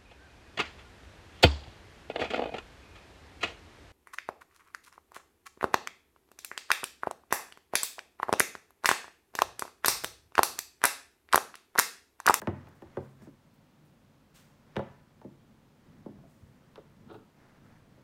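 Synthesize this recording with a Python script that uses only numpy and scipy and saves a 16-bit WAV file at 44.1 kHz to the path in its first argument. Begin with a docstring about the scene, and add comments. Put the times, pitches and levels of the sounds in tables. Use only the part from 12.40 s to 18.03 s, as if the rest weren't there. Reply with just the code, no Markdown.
"""Hollow plastic knocks on a tabletop, heard from just above it in a small, quiet room.
Yarn is being wound round the pegs of a knitting loom, which rocks and sets loom, table and room ringing.
A metal hook ticks on the pegs and, near the end, sticks and slips over one in a short scrape.
With each move of the hands the loom rumbles dully, and fingers and yarn brush over the plastic."""
import sys
import numpy as np
from scipy import signal
from scipy.fft import rfft, irfft
from scipy.io import wavfile
from scipy.ndimage import uniform_filter1d

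SR = 44100
rng = np.random.default_rng(int(sys.argv[2]) if len(sys.argv) > 2 else 0)


def store_wav(level_fs):
    """Save 16-bit WAV to argv[1]."""
    pcm = np.round(np.clip(np.atleast_2d(level_fs), -1, 1) * 32767)
    wavfile.write(sys.argv[1], SR, pcm.T.astype(np.int16))


N = 248283
TIME = np.arange(N) / SR
SIZE = 32768  # samples in the response to one blow
HZ = np.fft.rfftfreq(SIZE, 1 / SR)

# reverberation of the small room: f/Hz, t60/s
ROOM_DECAY = [(100, 1), (260, 0.27), (700, 0.4), (1800, 0.68), (5000, 0.077), (15000, 0.14)]
# moves of the hands: middle t/s, length/s, finger rub level/dB, level of the weight on the loom/dB
HAND_MOVES = [ (.2, 0.55, -63.5, -60.5), (0.568, 0.36, -62, -67), (0.841, 0.13, -62.5, -59.5),
              (2.085, 0.46, -70.5, -79), (2.427, 0.4, -63, -77), (3.113, 0.54, -76, -65),
              (3.548, 0.36, -68.5, -58), (3.771, .26, -73.5, -55), (4.3, 1, -70.5, -64.5),
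              (4.719, 0.34, -78, -55), (5.062, 0.28, -64.5, -72), (5.312, 0.36, -64.5, -61),
              (5.568, 0.25, -68.5, -63.5)]


def amp(db):
    """Decibels to gain."""
    return 10 ** (np.asarray(db) / 20)


def unit_rms(x):
    """Scales to rms 1."""
    return x / np.sqrt(np.mean(x ** 2) + 1e-20)


def read(points, hz):
    """Reads rows of (f/Hz, value) on a log-frequency axis."""
    f, value = np.transpose(points)
    return np.interp(np.log(hz + 1), np.log(f), value)


def add(mix, start_s, sound):
    """Mixes a sound in from start_s on."""
    part = mix[max(round(start_s * SR), 0):][:len(sound)]
    part += sound[:len(part)]


def noise(colour_db):
    """Noise of rms 1 with a spectrum given as a function of frequency."""
    gain = amp(colour_db(np.fft.rfftfreq(N, 1 / SR)))
    return unit_rms(irfft(rfft(rng.standard_normal(N)) * gain, N))


def swell(start_s, rise_s, fade_s):
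    """Gain over time: a straight rise, then an exponential fade."""
    age = TIME - start_s
    return np.clip(age / rise_s, 0, 1) * np.exp(-np.maximum(age - rise_s, 0) / fade_s)


def arch(middle_s, length_s):
    """Gain over one move of the hand: it speeds up and slows down again."""
    return np.maximum(1 - (2 * (TIME - middle_s) / length_s) ** 2, 0) ** 0.99


def grain(rough_db, samples=130):
    """Fibres catch and let go: a quick random flutter of level."""
    return amp(rough_db * unit_rms(uniform_filter1d(rng.standard_normal(N), samples)))


def causal(gain):
    """The minimum-phase spectrum with this gain."""
    cepstrum = irfft(np.log(np.maximum(gain, 1e-5)))
    cepstrum[1:SIZE // 2] *= 2
    cepstrum[SIZE // 2 + 1:] = 0
    return np.exp(rfft(cepstrum))


def ringing(modes):
    """Spectrum of dying modes, from rows of (f/Hz, height/dB, t60/s)."""
    return sum(amp(db) / (1 + 2j * np.pi * (HZ - hz) * t60 / np.log(1000)) for hz, db, t60 in modes)


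def echoes(decay, build_s):
    """Spectrum of dense echoes that build up and die by rows of (f/Hz, t60/s), equal energy per band."""
    hz, t, bands = signal.stft(rng.standard_normal(SIZE), SR, nperseg=256)
    fade = 1000. ** (-t / read(decay, hz)[:, None]) * (1 - np.exp(-t / build_s))
    fade /= np.sqrt((fade ** 2).sum(1, keepdims=True) * t[1] * SR)
    return rfft(signal.istft(bands * fade, SR)[1][:SIZE])


def room_tone():
    """The room's air all round the microphone: a steady low murmur and faint hiss."""
    # spectrum of the quiet room: f/Hz, relative level/dB
    air_colour = [(15, -37), (25, -28), (45, -9.5), (70, -18), (100, -5.5), (120, -13), (146, -0.5),
                  (172, -10), (225, -7), (280, -12), (410, -20), (550, -17), (620, -21.5), (970, -22.5),
                  (1660, -28), (3830, -34), (10000, -43), (15500, -43.5)]
    return amp(-62) * noise(lambda hz: read(air_colour, hz))


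def hand_rumble():
    """The weight of the hands moves the loom on the table with a dull, uneven rumble."""
    # spectrum of the shifting loom: f/Hz, relative level/dB
    rumble_colour = [(20, -11), (40, -14), (70, -11.5), (110, -3), (160, -3), (220, -0.5), (290, -9),
                     (430, -15.5), (900, -37), (4000, -60)]
    weight = sum(amp(db) * arch(middle_s, length_s) for middle_s, length_s, _, db in HAND_MOVES)
    return noise(lambda hz: read(rumble_colour, hz)) * weight * grain(rough_db=1.0, samples=900)


def finger_rub():
    """Skin rubs on plastic, louder as the hand moves faster."""
    # spectrum of skin on plastic: f/Hz, relative level/dB
    rub_colour = [(200, 6.5), (600, 2.5), (1100, 1), (1900, -1), (3000, -13), (6000, -18), (16000, -40)]
    speed = sum(amp(db) * arch(middle_s, length_s) for middle_s, length_s, db, _ in HAND_MOVES)
    return noise(lambda hz: read(rub_colour, hz)) * speed * grain(rough_db=2.0)


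def yarn_hiss():
    """Yarn runs through the fingers and over pegs; each stroke swells and fades as a grainy hiss."""
    # pulls of the yarn: t/s, level/dB, fade time/s, lower edge of the hiss/Hz
    strokes = [ (.02, -70, 0.031, 4000), (.345, -74, .034, 9000), (.575, -77, 0.23, 7000),
               (.812, -69.5, 0.045, 4480), (1.135, -74.5, .03, 11000), (1.445, -74, 0.031, 10000),
               (1.939, -58.5, 0.076, 800), (3.85, -75.5, .19, 6000), (4.72, -73.5, 0.038, 9000),
               (5.22, -81, .12, 8000)]
    # spectrum of sliding yarn: f/Hz, relative level/dB
    yarn_colour = [(1500, 2), (4000, -1), (8500, -3), (11000, -9.5), (15500, -8)]
    out = np.zeros(N)
    for start_s, db, fade_s, edge_hz in strokes:
        hiss = noise(lambda hz: read(yarn_colour, hz) - 10 * np.log10(1 + (edge_hz / (hz + 1)) ** 6))
        out += amp(db) * swell(start_s, 0.27 * fade_s, fade_s) * hiss
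    return out * grain(rough_db=1.5)


def hook_ticks(centre_hz=12600):
    """The tip of the metal hook meets a peg with a thin, very short tick."""
    # light touches on a peg: t/s, level/dB
    touches = [(.0162, -46.5), (0.288, -61), (.422, -65)]
    band = noise(lambda hz: -10 * np.log10(1 + np.log2((hz + 1) / centre_hz) ** 4))
    return band * sum(amp(db) * swell(start_s, rise_s=0.0012, fade_s=0.0018) for start_s, db in touches)


def blow_response(hard_hz, light_hz):
    """A blow crosses loom and table as bending waves, rebounds at the edges, rings them and the room."""
    # answer of loom and tabletop together to a hard blow: f/Hz, level/dB
    body_colour = [(30, -22), (60, 7), (92, 18), (200, 11), (290, 11.5), (480, 6), (750, 6.5), (1100, 4.5),
                   (1600, 2), (2700, -3), (3700, 1.5), (5500, -10), (16000, -42)]
    # modes of loom and table, plus one low, long boom of the room near 135 Hz:
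    # f/Hz, height over that answer/dB, t60/s
    loom_and_room_modes = [(91, 1, 0.064), (134.9, 12.5, 0.91), (204.5, 11.5, 0.26), (236.3, 3, 0.46),
                           (350.8, 8.5, 0.18), (413, -2, 0.051), (436, -0.5, 0.083), (548.6, 8.5, 0.1),
                           (614.4, 7, 0.11), (756, -10, 0.22), (875, 6.5, 0.1), (986, 1, 0.52),
                           (1150, -3, 0.12), (1390, -8, 0.086), (1770, -19, 0.18), (2000, 1, 0.15),
                           (2510, -4.5, 0.021), (2880, 0, 0.025)]
    blow = 1 / np.sqrt((1 + (HZ / hard_hz) ** 6) * (1 + (light_hz / (HZ + 1)) ** 4))
    # bending waves are slower at low pitch, so every knock falls quickly from click to thud
    delay_s = 0.01705 / (1 + (HZ / 170) ** 1.276)
    spread = np.exp(-2j * np.pi * np.cumsum(delay_s) * HZ[1])
    rebounds = echoes([(150, 0.1553), (700, 0.093), (3000, 0.00614)], build_s=0.0017)
    rebounds *= amp(read([(100, -2), (600, 1), (3000, -9)], HZ))
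    wave = causal(amp(read(body_colour, HZ)) * blow) * spread
    return wave * (amp(-4.5) + ringing(loom_and_room_modes) + rebounds)


def hook_scrape(slips_per_s=1100):
    """The hook drags yarn over a peg, sticking and slipping; every slip is a small blow on the loom."""
    # force of the drag: t/s, relative level/dB
    drag = [(4.66, -51), (4.701, -27), (4.711, -21.5), (4.726, -35.5), (4.744, -27), (4.763, -34),
            (4.778, -50)]
    # resonances of the hook pressed on the peg: f/Hz, height/dB, t60/s
    hook_modes = [(430, 10.5, 0.023), (860, 5.5, 0.009), (1220, 15, 0.023), (2600, -3, .006),
                  (3680, -1.5, 0.0017)]
    force = amp(np.interp(TIME, *np.transpose(drag), left=-np.inf, right=-np.inf))
    slips = (rng.random(N) < slips_per_s / SR) * rng.choice([-1, 1], N) * force
    # the pressing hand damps the loom, so the slips die quickly
    damping = np.exp(-np.arange(SIZE) / SR / 0.021)
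    damped_blow = rfft(irfft(blow_response(hard_hz=4350, light_hz=252)) * damping)
    hook = amp(-18) + ringing(hook_modes)
    room = 1 + amp(-8.5) * echoes(ROOM_DECAY, build_s=0.0091)
    return amp(-9) * signal.oaconvolve(slips, irfft(damped_blow * hook * room))[:N]


def loom_knocks(spot_cycles=10):
    """Each blow reaches the microphone as a tiny contact tick, a thud of loom and table, then the room."""
    # blows on the loom: t/s, strength/dB, hardness as upper corner/Hz, lightness as lower corner/Hz,
    # resonance of the struck spot/Hz, its height/dB
    blows = [ (.018, -11, 1860, 216, 1650, 5), (0.0723, 1.5, 1980, 90, 237, 1),
             (0.2705, -23.5, 3000, 600, 810, -14), (0.4206, -17, 1750, 396, 328, 11.5),
             (0.439, -20.5, 129, 55, 70, -1), (.57, -6.5, 1690, 101, 437, 8.5),
             (.818, -27, 1100, 113, 204, 7.5), (.87, -24, 1000, 167, 280, 15),
             (2.358, -15, 3500, 348, 514, 4), (2.3655, -1, 3360, 80.4, 425, -0.5),
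             (2.392, -2.5, 1430, 410, 560, -3), (2.8145, -21.5, 1530, 500, 844, -19),
             (2.846, -12.5, 537, 125, 306, 2.5), (3.6601, -11.5, 750, 189, 296, 10),
             (3.787, -32.5, 900, 500, 740, 3), (3.8355, -31.5, 785, 496, 675, 9.5),
             (4.013, -15.5, 131, 50, 79, -6.5), (4.3575, -20.5, 5040, 1270, 1210, 9.5),
             (4.3768, -18.5, 1210, 400, 430, 9.5), (4.6978, -31, 1600, 200, 550, 0),
             (4.7425, -22.5, 1420, 300, 940, 1), (5.576, -27.5, 540, 247, 415, 2.5)]
    out, t = np.zeros(N), np.arange(SIZE) / SR
    tick_colour = causal(amp(read([(300, 7), (1500, 7), (4200, -4.5), (8000, -16), (15000, -22)], HZ)))
    for start_s, db, hard_hz, light_hz, spot_hz, spot_db in blows:
        spot = 1 + ringing([(spot_hz, spot_db, spot_cycles / spot_hz)])
        thud = amp(db) * blow_response(hard_hz, light_hz) * spot
        snap = rng.standard_normal(SIZE) * np.exp(-t / 0.0016)
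        # the tick grows with the strength of the blow and with each octave of hardness
        tick_db = -24 + 0.7 * db + 5.5 * np.log2(hard_hz / 1500)
        tick = amp(tick_db) * tick_colour * rfft(snap / np.linalg.norm(snap))
        room = 1 + amp(-10.5) * echoes(ROOM_DECAY, build_s=0.0081)
        add(out, start_s, irfft((thud + tick) * room))
    return out


def scene():
    """Everything at the loom, at one microphone just above the table."""
    contacts = loom_knocks() + hook_scrape() + hook_ticks()
    handling = finger_rub() + hand_rumble() + yarn_hiss()
    return (contacts + handling + room_tone())[None]


def record(dry):
    """The recorder passes sound up to 15.8 kHz."""
    lowpass = signal.firwin(511, 15800, window=("kaiser", 8), fs=SR)
    return signal.oaconvolve(dry, lowpass[None], "same")


dry = scene()
out = record(dry)
store_wav(out)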